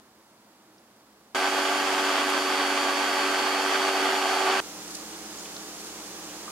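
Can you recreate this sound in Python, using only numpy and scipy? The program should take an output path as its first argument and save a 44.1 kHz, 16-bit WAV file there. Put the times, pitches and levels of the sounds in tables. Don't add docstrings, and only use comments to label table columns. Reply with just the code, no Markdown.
import sys
import numpy as np
from scipy import signal
from scipy.fft import rfft, irfft
from scipy.io import wavfile

SR = 44100
rng = np.random.default_rng(int(sys.argv[2]) if len(sys.argv) > 2 else 0)


def master(y):
    cut = np.clip(np.atleast_2d(y).T, -1, 1)
    pcm = np.round(cut * 32767)
    wavfile.write(sys.argv[1], SR, pcm.astype(np.int16))


N = 287388
TIME = np.arange(N) / SR
BINS = np.maximum(np.arange(N // 2 + 1) * SR / N, 1)
SIDES = np.array([[1], [-1]])

START_S, STOP_S = 1.347, 4.603
CUTOFF_HZ = 15750

# [pitch_hz, left_minus_right_db]
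BALANCE = [(100, 0.5), (500, -1.1), (2000, -1.4), (8000, -3), (13000, -2)]
# [pitch_hz, side_minus_mid_db]
WIDTH = [(100, -32), (250, -34), (400, -18), (650, -15.5), (1000, -10), (2000, -5.5), (4000, -4),
         (8000, -2), (14000, -0.5)]

# [pitch_hz, relative_db_per_hz]
QUIET_COLOUR = [(30, -32), (58, -15), (100, -16.5), (128, -7), (150, -15), (210, -4), (260, -6.5),
                (400, -8), (600, -8), (950, -8), (2500, -19.5), (5000, -20), (15500, -29.5)]
QUIET_DB = -56.9
# [pitch_hz, level_db]
THIN_WHINE = (4600, -82)
# [start_s, level_db, pitch_hz, t60_s, splash_gain beside the bubble note]
DRIPS = [(0.781, -61, 5100, .03, 2.2), (2.298, -43, 10500, .07, 1.5), (5.128, -45, 2900, .04, 1.2),
         (5.383, -42, 6800, .1, .8), (5.455, -42, 2900, .035, 1.3), (5.565, -39.5, 4400, .022, 1.9),
         (6.065, -44, 7300, .04, 1.0), (6.29, -51, 2900, .18, 1.6), (6.477, -32, 1170, .09, .6)]

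# [time_s, speed_turns_per_s]
SPEED = [(1.35, 95.5), (1.8, 95.5), (1.97, 95.25), (2.13, 95.55), (2.42, 94.9), (2.7, 94.65), (3.05, 94.7),
         (3.6, 95.35), (3.83, 96.1), (4.0, 96.0), (4.23, 95.2), (4.5, 95.7)]
USUAL_SPEED = 95.3
SPEED_JITTER = .11
CHURN_DB, CHURN_RISE_DB = -27.0, 0.66
RASP_DB, RASP_RISE_DB = -35.0, 0.6
# [pitch_hz, relative_db_per_hz]
CHURN_COLOUR = [(30, -52), (90, -29), (140, -34), (190, -17.5), (240, -6), (400, -4), (590, -8),
                (760, -3.5), (1250, -3.5), (1900, -5), (3300, -8), (3800, -14), (7000, -21.5), (15000, -57)]
# [pitch_hz, width_hz, boost_db]
GUARD = [(330, 120, -2.5), (857, 46, 6), (1184, 180, 6), (1552, 120, 7.5), (3284, 59, 5)]
# [pitch_hz, relative_db_per_hz]
FUNNEL_COLOUR = [(150, -60), (450, -19), (590, -27), (680, -3), (830, 1), (950, -16), (1400, -16),
                 (4000, -55)]
# [time_s, level_db]
GURGLE = [(1.35, -33.5), (2.3, -36), (3.5, -34.5), (4.05, -32.5), (4.4, -29), (4.6, -31)]
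USUAL_GURGLE_DB = -33.5
# [pitch_hz, relative_db_per_hz]
RASP_COLOUR = [(300, -17.5), (1500, 5), (3000, 6), (3800, -1), (5000, -1), (7000, -3.5), (8400, -5.5),
               (9300, -5.5), (11300, -12), (12400, -19), (14000, -9.5), (15500, -51)]
# [multiple of the turn rate, level_db]
COMMUTATOR = [(24, -50), (46, -53), (49, -52), (50, -55), (53, -53.5), (54, -56), (59, -56), (62, -56),
              (67, -56), (72, -52), (96, -58.5), (97, -61), (107, -63), (119, -66), (120, -62), (144, -68)]
# [start_pitch_hz, fall_hz_per_s, width_hz]
SLEEVE = (4549, 22, 50)
# [time_s, level_db]
WHISTLE = [(1.95, -43), (2.6, -40), (3.7, -39), (4.6, -40)]
# [multiple of the turn rate, level_db,
# rise_db per extra turn per s, loss_db per dB of extra gurgle]
SHAFT = [(3, -40.3, 1.6, 1.1), (4, -36.3, 2.8, -.2), (5, -49, 1, 0), (6, -41.8, -1, .4), (7, -43.8, 1, 0),
         (9, -45, 1, 0), (10, -48, 1, 0), (12, -40.5, 1, .4), (14, -50.5, 1, 0), (26, -51, 1, 0)]

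# [pitch_hz, relative_db_per_hz]
FAN_COLOUR = [(40, -38), (85, -26), (105, -12), (140, -15.5), (205, -4.5), (255, -11.5), (320, 1.5),
              (380, -2.5), (550, -6), (1200, -7), (2100, -12.5), (4000, -11.5), (6500, -9), (10000, -18),
              (15500, -24.5)]
FAN_DB = -40.5
# [pitch_hz, relative_db]
FAN_TONES = [(59.2, -67), (177.6, -59.5), (215.3, -58), (296.1, -55), (317.6, -54.5), (425.3, -58),
             (775.2, -59.5), (850.6, -62.5)]
# [fullest_s, level_db]
DOLLOPS = [(4.92, -44.5), (5.4, -47.5), (5.85, -46.5), (6.3, -56)]
DOLLOP_SWELL_S, DOLLOP_FADE_S = .07, .16
# [pitch_hz, relative_db_per_hz]
POUR_COLOUR = [(400, -29), (1500, -8), (2900, -10), (4200, 6), (7000, 3), (10000, -1), (15000, -20)]


def from_db(db):
    return 10 ** (np.asarray(db) / 20)


def rms_one(x):
    return x / np.sqrt(np.mean(x ** 2) + 1e-20)


def in_time(rows):
    s, value = np.transpose(rows)
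    return np.interp(TIME, s, value)


def at_hz(points, hz):
    f, value = np.transpose(points)
    return np.interp(np.log(hz), np.log(f), value)


def drift(rate):
    return rms_one(irfft(rfft(rng.standard_normal(N)) / (1 + (BINS / rate) ** 2), N))


def coloured(x, spectrum, peaks=()):
    db = at_hz(spectrum, BINS)
    for hz, width, peak_db in peaks:
        db = db + peak_db / (1 + (2 * (BINS - hz) / width) ** 2)
    return rms_one(irfft(rfft(x) * from_db(db), N))


def spread(pair):
    mid, side = rfft(pair)
    return irfft(mid + from_db(at_hz(WIDTH, BINS)) * side * SIDES, N)


def tone(cycles, hz, flutter):
    wobble = 1 + flutter * (drift(11) + 1j * drift(9.6))
    wave = np.exp(2j * np.pi * (cycles + rng.random())) * wobble
    side = from_db(at_hz(WIDTH, hz)) * rng.choice([-1, 1])
    return rms_one(wave.real) + side * rms_one(wave.imag) * SIDES


def from_right(pair, late_samples=4):
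    return np.array([np.roll(pair[0], late_samples), pair[1]])


def air(spectrum, peaks=()):
    return coloured(spread(rng.standard_normal((2, N))), spectrum, peaks)


def quiet_kitchen():
    hz, db = THIN_WHINE
    rush = from_db(QUIET_DB) * air(QUIET_COLOUR, peaks=[(210, 23, 5.2), (325, 50, 5.8)])
    return rush + from_db(db) * tone(hz * TIME, hz, flutter=.15)


def drips(rise):
    out = np.zeros(N)
    for s, db, hz, t60, splash in DRIPS:
        age = np.clip(TIME - s, 0, .3)
        edges = [hz * .8, min(hz * 1.25, .45 * SR)]
        band = signal.butter(3, edges, "band", fs=SR, output="sos")
        spray = rms_one(signal.sosfilt(band, rng.standard_normal(N)))
        bubble = np.sin(2 * np.pi * hz * age * (1 + rise * age))
        onset = 1 - np.exp(-age * hz / 4)
        out += from_db(db - 60 * age / t60) * onset * (bubble + splash * spray)
    return out


def churn(turns, per_s, size_db, beat_db, gulp_db, wash_db):
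    sweep = np.cos(2 * np.pi * turns + 0.48 * drift(13))
    force = from_db(beat_db * sweep + gulp_db * drift(13))
    born = rng.random((2, N)) < per_s / SR
    sizes = from_db(size_db * np.minimum(rng.exponential(1, (2, N)), 4))
    signed_sizes = sizes * rng.choice([-1, 1], (2, N))
    wash = from_db(wash_db) * rng.standard_normal((2, N))
    return spread((rms_one(born * signed_sizes) + wash) * force)


def brushes(turns, repeat_db, size=320):
    track = signal.resample(rng.standard_normal((2, size)), 16 * size, axis=1)
    angle = np.linspace(0, 1, track.shape[1], endpoint=False)
    worn = np.array([np.interp(turns, angle, side, period=1) for side in track])
    jolts = rms_one(np.gradient(worn, axis=1))
    hiss = rng.standard_normal((2, N))
    return coloured(spread(hiss + from_db(repeat_db) * jolts), RASP_COLOUR)


def commutator(turns, ripple, flutter):
    current = 1 + ripple * np.cos(2 * np.pi * 120 * TIME)
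    return current * sum(from_db(db) * tone(k * turns, k * USUAL_SPEED, flutter) for k, db in COMMUTATOR)


def whistle(turns, speed, flutter, side_db):
    start_hz, fall_hz_per_s, width = SLEEVE
    hz = start_hz - fall_hz_per_s * (TIME - START_S)
    orders = np.array([[47], [48]])
    answer = 1 / (1 + 2j * (orders * speed - hz) / width)
    wave = np.sum(answer * np.exp(2j * np.pi * orders * turns), axis=0)
    wave = wave / np.linalg.norm(answer, axis=0)
    wave = wave * (1 + flutter * (drift(25) + 1j * drift(25)))
    return rms_one(wave.real) + from_db(side_db) * rms_one(wave.imag) * SIDES


def shaft(turns, extra_speed, extra_gurgle_db, flutter, wander_db):
    hum = 0
    for k, db, rise, loss in SHAFT:
        level_db = db + rise * extra_speed - loss * extra_gurgle_db + wander_db * drift(2.7)
        hum = hum + from_db(level_db) * tone(k * turns, k * USUAL_SPEED, k * flutter)
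    return hum


def blender():
    speed = in_time(SPEED) + SPEED_JITTER * drift(6)
    turns, extra_speed = np.cumsum(speed) / SR, speed - USUAL_SPEED
    gurgle_db = in_time(GURGLE)
    small_pockets = churn(turns, per_s=3000, size_db=2.8, beat_db=1.4, gulp_db=1.0, wash_db=-3)
    large_pockets = churn(turns, per_s=900, size_db=2.0, beat_db=1.2, gulp_db=1.0, wash_db=-1)
    soup = from_db(CHURN_DB + CHURN_RISE_DB * extra_speed) * coloured(small_pockets, CHURN_COLOUR, GUARD)
    gurgle = from_db(gurgle_db) * coloured(large_pockets, FUNNEL_COLOUR)
    rasp = from_db(RASP_DB + RASP_RISE_DB * extra_speed) * brushes(turns, repeat_db=-4.5)
    whine = commutator(turns, ripple=.38, flutter=.3)
    sleeve = from_db(in_time(WHISTLE)) * whistle(turns, speed, flutter=.22, side_db=-11)
    hum = shaft(turns, extra_speed, gurgle_db - USUAL_GURGLE_DB, flutter=0.021, wander_db=0.84)
    return soup + gurgle + rasp + whine + sleeve + hum


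def fan(hum_db):
    hum = sum(from_db(db) * tone(hz * TIME, hz, flutter=0.12) for hz, db in FAN_TONES)
    return from_db(FAN_DB) * air(FAN_COLOUR) + from_db(hum_db) * hum


def pour(per_s, size_db):
    flow = 0
    for s, db in DOLLOPS:
        distance = np.maximum((s - TIME) / DOLLOP_SWELL_S, (TIME - s) / DOLLOP_FADE_S)
        flow = flow + from_db(db) * np.exp(-distance)
    bursts = (rng.random((2, N)) < per_s / SR) * rng.standard_normal((2, N))
    froth = spread(bursts * from_db(size_db * drift(40)))
    return flow * coloured(froth, POUR_COLOUR)


def scene():
    started = np.clip((TIME - START_S) / 0.0013, 0, 1)
    stopped = np.clip((TIME - STOP_S) / 0.00073, 0, 1)
    serving = fan(hum_db=-1.0) + pour(per_s=2500, size_db=3.5)
    room = from_right((1 - started) * quiet_kitchen() + stopped * serving)
    mix = room + started * (1 - stopped) * blender() + drips(rise=1.0)
    return irfft(rfft(mix) * from_db(SIDES * at_hz(BALANCE, BINS) / 2), N)


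def record(dry):
    return signal.sosfilt(signal.ellip(10, .1, 80, CUTOFF_HZ, fs=SR, output="sos"), dry)


dry = scene()
out = record(dry)
master(out)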